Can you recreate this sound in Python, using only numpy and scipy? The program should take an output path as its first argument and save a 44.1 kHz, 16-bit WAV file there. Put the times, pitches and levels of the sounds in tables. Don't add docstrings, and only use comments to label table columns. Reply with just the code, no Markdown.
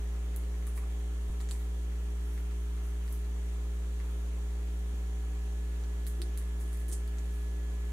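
import sys
import numpy as np
from scipy import signal
from scipy.io import wavfile
from scipy.ndimage import uniform_filter1d

SR = 44100
rng = np.random.default_rng(int(sys.argv[2]) if len(sys.argv) > 2 else 0)


def wav_out(sig):
    wavfile.write(sys.argv[1], SR, np.round(np.clip(np.atleast_2d(sig).T, -1, 1) * 32767).astype(np.int16))


N = 349272

# start_s, shaft_hz, phase_offset_turns
HUM_STRETCHES = [(0, 58.785, -.297), (1.3005, 58.780, -.337), (4.938, 58.770, .066)]
# multiple, left_db, right_db
SHAFT_TONES = [(1, -33.0, -33.0), (2, -72.0, -73.0), (3, -54.0, -53.0), (5, -61.0, -60.0),
               (6, -68.0, -67.0), (7, -59.0, -57.0), (9, -72.0, -72.0), (11, -73.0, -76.0),
               (13, -73.0, -72.0), (23, -79.0, -77.0), (29, -78.0, -67.0), (30, -80.0, -87.0),
               (31, -95.0, -79.0), (33, -79.0, -80.0), (35, -91.0, -79.0), (36, -87.0, -79.0),
               (52, -83.0, -81.0), (55, -77.0, -80.0), (56, -88.0, -76.0), (57, -77.0, -79.0),
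               (78, -90.0, -88.0), (82, -89.0, -81.0), (97, -90.0, -81.0), (101, -79.0, -80.0),
               (102, -86.0, -79.0), (104, -93.0, -87.0), (106, -89.0, -83.0), (115, -83.0, -79.0),
               (116, -80.0, -75.0), (117, -79.0, -81.0)]
# time_s, gain_db
WHINE_GAIN = [(0, -1.5), (3, -2.5), (4.9, -1.5), (5.5, 2), (7, 3.5), (7.92, 5.5)]
# pitch_hz, left_db, right_db
MAINS_TONES = [(241.4, -69.5, -71.5), (968, -79, -77), (1030, -96, -96)]
# pitch_hz, level_db_per_hz
AIR_LEVELS = [(20, -84), (90, -87), (130, -85), (250, -84.5), (420, -83.5), (560, -89), (1300, -91),
              (1500, -93.5), (3300, -96), (4400, -100.5), (5150, -102.5), (5800, -99), (8500, -99.5),
              (12000, -104), (15800, -110)]
# pitch_hz, likeness
AIR_LIKENESS = [(60, 1), (115, 0.99), (200, 0.41), (500, 0.066), (1400, 0.016), (3100, -0.2), (8000, 0.013)]
# pitch_hz, left_minus_right_db
AIR_BALANCE = [(60, -1), (130, -3.5), (400, 0), (2400, -1.5), (5000, -1.5), (15000, -0.5)]
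# start_s, peak_db, pitch_hz
FINGER_TAPS = [(.124, -51, 1100), (.142, -48, 1280), (0.624, -45, 1920), (.6703, -45, 1250),
               (.776, -45, 1190), (0.8276, -45, 1150), (1.4016, -40, 1250), (3.0444, -52, 1360),
               (6.1873, -52, 1710)]
# start_s, peak_db
HEAVY_PUSHES = [(6.192, -45), (6.633, -53), (6.886, -51), (6.908, -49)]
# start_s, tick_peak_db, tick_hz, low_body_db, middle_body_db
PAPER_SNAPS = [(.3415, -54, 7250, -59, -63), (.3612, -24, 11500, -63, -58), (.542, -50, 7410, -58, -64),
               (0.6678, -30.5, 10000, -61, -68), (.6747, -35, 9310, -64, -66), (.776, -48, 8050, -52, -62),
               (1.4015, -46, 8000, -59, -58), (1.4056, -43, 7500, -60, -57), (1.4115, -36, 7200, -62, -59),
               (1.488, -33.5, 6500, -57, -53), (1.5102, -25, 7600, -60, -46),
               (2.377, -50, 7600, -53.5, -62), (2.511, -54, 7220, -57, -62),
               (3.0778, -52, 7270, -56.5, -58), (3.1248, -31, 11400, -62, -64),
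               (3.9995, -45, 8260, -55, -59.5), (5.837, -43, 6000, -70, -59),
               (6.0663, -27.5, 10400, -58, -51.5), (6.2171, -27, 8900, -64, -44),
               (6.3743, -26.5, 10100, -60, -52.5), (6.6005, -44, 10300, -66, -68),
               (6.678, -41, 9000, -72, -71), (6.729, -35.5, 9500, -72, -66), (6.7452, -37, 10000, -71, -69),
               (6.7717, -37, 10800, -71, -66), (6.8016, -39, 10700, -68, -66),
               (6.8818, -31, 10500, -68, -64), (6.8964, -36, 9410, -64, -64), (6.915, -30, 8200, -64, -62),
               (7.0764, -37, 10500, -64, -59), (7.1836, -35, 6500, -63, -59)]
# tick_peak_db, tick_hz, low_body_db, middle_body_db
FAINT_SNAP = (-54, 7800, -61, -64)
# low_hz, middle_hz
SNAP_BODY_HZ = (1970, 4250)
# loudest_s, level_db, pitch_hz, swell_s, fade_s
PAPER_RUSTLES = [(.64, -70, 1800, .08, .1), (.78, -63, 2000, .04, 0.089), (.685, -62, 9800, .01, .05),
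                 (.772, -54, 10200, .03, 0.031), (1.415, -67, 8500, .004, .09),
                 (1.494, -62, 8500, .004, .04), (1.524, -55, 8400, .016, .05), (1.6, -66, 10500, .12, .13),
                 (2.27, -69, 11000, .11, .15), (2.345, -66, 11200, .1, .18), (2.862, -66, 10500, .09, .1),
                 (3.135, -59.5, 11200, .12, 0.092), (4.104, -71, 9500, .2, .16),
                 (6.07, -50, 10300, 0.0036, .04), (6.1, -65, 10200, .03, .15),
                 (6.381, -52.5, 9600, .003, .033), (6.42, -68, 9200, .04, .15),
                 (6.61, -57, 9400, 0.028, .05), (6.65, -71, 9200, .05, .15), (6.736, -64, 9500, 0.11, .1),
                 (6.81, -64, 9700, .1, .055), (6.886, -52, 8500, .003, 0.034),
                 (6.925, -42, 8300, .007, 0.029), (6.95, -60, 8000, .03, .07), (7.25, -71, 9000, .1, .3),
                 (7.348, -67, 10000, .12, 0.22)]
# delay_ms, level_db
NEAR_ECHOES = [(1.0, -7), (4.0, -8.5), (6.3, -6.5), (9.8, -10)]
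# pitch_hz, fade_s
ROOM_FADES = [(500, 0.45), (3000, 0.06), (9000, 0.24), (15000, 0.11)]
# pitch_hz, width_hz, gain_db
TREBLE_DIP = (5150, 1100, -1.5)


def amp(db):
    return 10 ** (np.asarray(db) / 20)


def unit_level(x):
    return x / np.sqrt(np.mean(x ** 2) + 1e-30)


def value_at(table, hz):
    pitches, values = np.transpose(table)
    return np.interp(np.log(hz + 1), np.log(pitches + 1), values)


def drift(fastest_hz):
    t = np.arange(0, N / SR + 1, .01)
    rates = np.geomspace(fastest_hz / 20, fastest_hz, num=20)
    wander = sum(np.sin(2 * np.pi * (hz * t + rng.random())) / np.sqrt(hz) for hz in rates)
    return np.interp(np.arange(N) / SR, t, unit_level(wander))


def add(mix, start_s, sound, right_db):
    stereo = sound * amp([[-right_db / 2], [right_db / 2]])
    part = mix[:, round(start_s * SR):][:, :stereo.shape[1]]
    part += stereo[:, :part.shape[1]]


def ring(peak_db, hz, fade_cycles, grit, noise):
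    t = np.arange(noise.shape[-1]) / SR
    wave = np.sin(2 * np.pi * hz * t) * (1 + grit * noise)
    wave *= np.exp(-t * hz / fade_cycles) * np.minimum(t * hz * 2, 1)
    return amp(peak_db) * wave / abs(wave).max()


def motor_hum(last_locked=7, whine_multiple=29, waver_db=1.9, blend_s=.0025):
    t, out = np.arange(N) / SR, np.zeros((2, N))
    phases = rng.random(len(SHAFT_TONES))
    lag_cycles, right_lead_cycles = .24, .0074
    wobble_turns = .0012 * drift(3.3)
    whine_db = np.interp(t, *np.transpose(WHINE_GAIN))
    gains = []
    for multiple, _, _ in SHAFT_TONES:
        wander_db = waver_db * (multiple > last_locked) * drift(3.5)
        gains.append(amp(whine_db if multiple == whine_multiple else wander_db))
    ends = [row[0] for row in HUM_STRETCHES[1:]] + [N / SR + 1]
    turns_so_far = 0
    for (start, shaft_hz, offset), end in zip(HUM_STRETCHES, ends):
        span = slice(max(round((start - blend_s) * SR), 0), round((end + blend_s) * SR))
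        turns = turns_so_far + offset + shaft_hz * (t[span] - start) + wobble_turns[span]
        fade_in = np.clip((t[span] - start) / blend_s + .5, 0, 1) if start else 1
        fade_out = np.clip((end - t[span]) / blend_s + .5, 0, 1)
        for (multiple, *sides_db), phase, gain in zip(SHAFT_TONES, phases, gains):
            if multiple <= last_locked:
                phase = -lag_cycles * (multiple > 1)
            side_shift = right_lead_cycles * (multiple - 1) * np.array([[-.5], [.5]])
            tone = np.sqrt(2) * np.cos(2 * np.pi * (multiple * turns + phase + side_shift))
            out[:, span] += amp(sides_db)[:, None] * tone * gain[span] * fade_in * fade_out
        turns_so_far += offset + shaft_hz * (end - start)
    return out


def mains_hum(wobble_cycles=.06, waver_db=2.0):
    t, out = np.arange(N) / SR, np.zeros((2, N))
    for hz, *sides_db in MAINS_TONES:
        cycles = hz * t + rng.random() + wobble_cycles * drift(2.5)
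        tone = np.sqrt(2) * np.cos(2 * np.pi * cycles)
        out += amp(sides_db)[:, None] * tone * amp(waver_db * drift(2.3))
    return out


def air_noise(patchy_db=1.0):
    slices, hz = N // 512 + 5, np.fft.rfftfreq(2048, 1 / SR)
    a, b, c, d, patches = rng.standard_normal((slices, len(hz), 5)).T
    patches = uniform_filter1d(patches, size=24, axis=0)
    patches = unit_level(uniform_filter1d(patches, size=8, axis=1))
    likeness = np.clip(value_at(AIR_LIKENESS, hz), -1, 1)[:, None]
    left = a + 1j * b
    right = likeness * left + np.sqrt(1 - likeness ** 2) * (c + 1j * d)
    side_db = value_at(AIR_BALANCE, hz)[:, None] / 2
    level_db = value_at(AIR_LEVELS, hz)[:, None] + patchy_db * patches + np.array([side_db, -side_db])
    rush = signal.istft(np.array([left, right]) * amp(level_db), nperseg=2048, noverlap=1536)[1]
    unshaped_level = signal.istft(left, nperseg=2048, noverlap=1536)[1].std()
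    return rush[:, :N] / unshaped_level * np.sqrt(SR / 2)


def frame_taps(low_note_hz=345):
    out = np.zeros((2, N))
    for start_s, db, hz in FINGER_TAPS:
        tap = ring(db, hz, fade_cycles=2.4, grit=.5, noise=rng.standard_normal(512))
        add(out, start_s, tap, right_db=1.5)
    for start_s, db in HEAVY_PUSHES:
        knock = ring(db, low_note_hz, fade_cycles=6, grit=0, noise=np.zeros(4096))
        add(out, start_s, knock, right_db=1)
    return out


def paper_snaps(faint_per_s=1.2):
    out = np.zeros((2, N))
    faint_times = rng.uniform(0, N / SR, round(faint_per_s * N / SR))
    snaps = [(start_s, *FAINT_SNAP) for start_s in faint_times] + PAPER_SNAPS
    for start_s, tick_db, tick_hz, *bodies_db in snaps:
        noise = uniform_filter1d(rng.standard_normal((2, 256)), size=3)
        snap = ring(tick_db, tick_hz, fade_cycles=1.3, grit=.4, noise=noise)
        for body_db, body_hz in zip(bodies_db, SNAP_BODY_HZ):
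            body = ring(0, body_hz, fade_cycles=.8, grit=.3, noise=noise)
            peak_over_average = unit_level(body[:, :SR // 200]).max()
            snap += amp(body_db) * peak_over_average * body
        add(out, start_s, snap, right_db=2.5)
    return out


def paper_rustles(slips_per_s=9000, band_width=.9, centred_share=.78, swell_db=20):
    out = np.zeros((2, N))
    for loudest_s, db, hz, swell_s, fade_s in PAPER_RUSTLES:
        t = np.arange(-swell_s, fade_s, 1 / SR)
        chance, sign, size, place = rng.random((len(t), 4)).T
        slips = (chance < slips_per_s / SR) * np.sign(sign - .5) * amp(-2 * np.log(size + 1e-3))
        slips = slips * np.where(place < centred_share, 1, [np.cos(40 * place), np.sin(40 * place)])
        shift = np.exp(2j * np.pi * hz * t)
        decay = np.exp(-np.pi * band_width * hz / SR)
        hiss = (shift * signal.lfilter([1], np.poly([decay] * 3), slips / shift)).real
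        level_db = db - swell_db * np.maximum(-t / swell_s, t / fade_s)
        add(out, loudest_s - swell_s, unit_level(hiss) * amp(level_db), right_db=4.1)
    return out


def room_echo(sound, tail_db=-2.5, build_ms=5.0, scatter_ms=.15, travel_ms=1.3):
    clicks = np.zeros((2, SR // 2))
    spots = np.arange(0, SR // 2 - 20, 20) + rng.integers(0, 20, (2, (SR // 2 - 1) // 20))
    np.put_along_axis(clicks, spots, rng.choice([-1., 1.], spots.shape), 1)
    hz, t, bands = signal.stft(clicks, SR, nperseg=128)
    bands = bands * amp(-60 * t / value_at(ROOM_FADES, hz)[:, None])
    echoes = signal.istft(bands, SR, nperseg=128)[1]
    ms = np.arange(echoes.shape[1]) / SR * 1000
    echoes *= np.minimum(ms / build_ms, 1)
    echoes *= amp(tail_db) / np.linalg.norm(echoes[0])
    echoes[:, 0] = 1
    for delay_ms, db in NEAR_ECHOES:
        burst = rng.standard_normal(echoes.shape) * np.exp(-abs(ms - delay_ms) / scatter_ms)
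        echoes += amp(db) * burst / np.linalg.norm(burst, axis=1, keepdims=True)
    echoes = np.pad(echoes, ((0, 0), (round(travel_ms * SR / 1000), 0)))
    return signal.oaconvolve(sound, echoes, axes=1)[:, :N]


def scene():
    background = motor_hum() + mains_hum() + air_noise()
    handwork = paper_snaps() + frame_taps() + paper_rustles()
    return background + room_echo(handwork)


def record(dry, top_hz=15760):
    hz = np.linspace(0, SR / 2, num=257)
    dip_hz, width_hz, dip_db = TREBLE_DIP
    gain_db = dip_db * np.exp(-4 * ((hz - dip_hz) / width_hz) ** 2)
    dip = signal.firwin2(255, hz, amp(gain_db), fs=SR)
    top_cut = signal.firwin(511, top_hz, window=("kaiser", 9), fs=SR)
    return signal.oaconvolve(dry, np.convolve(dip, top_cut)[None], "same")


dry = scene()
out = record(dry)
wav_out(out)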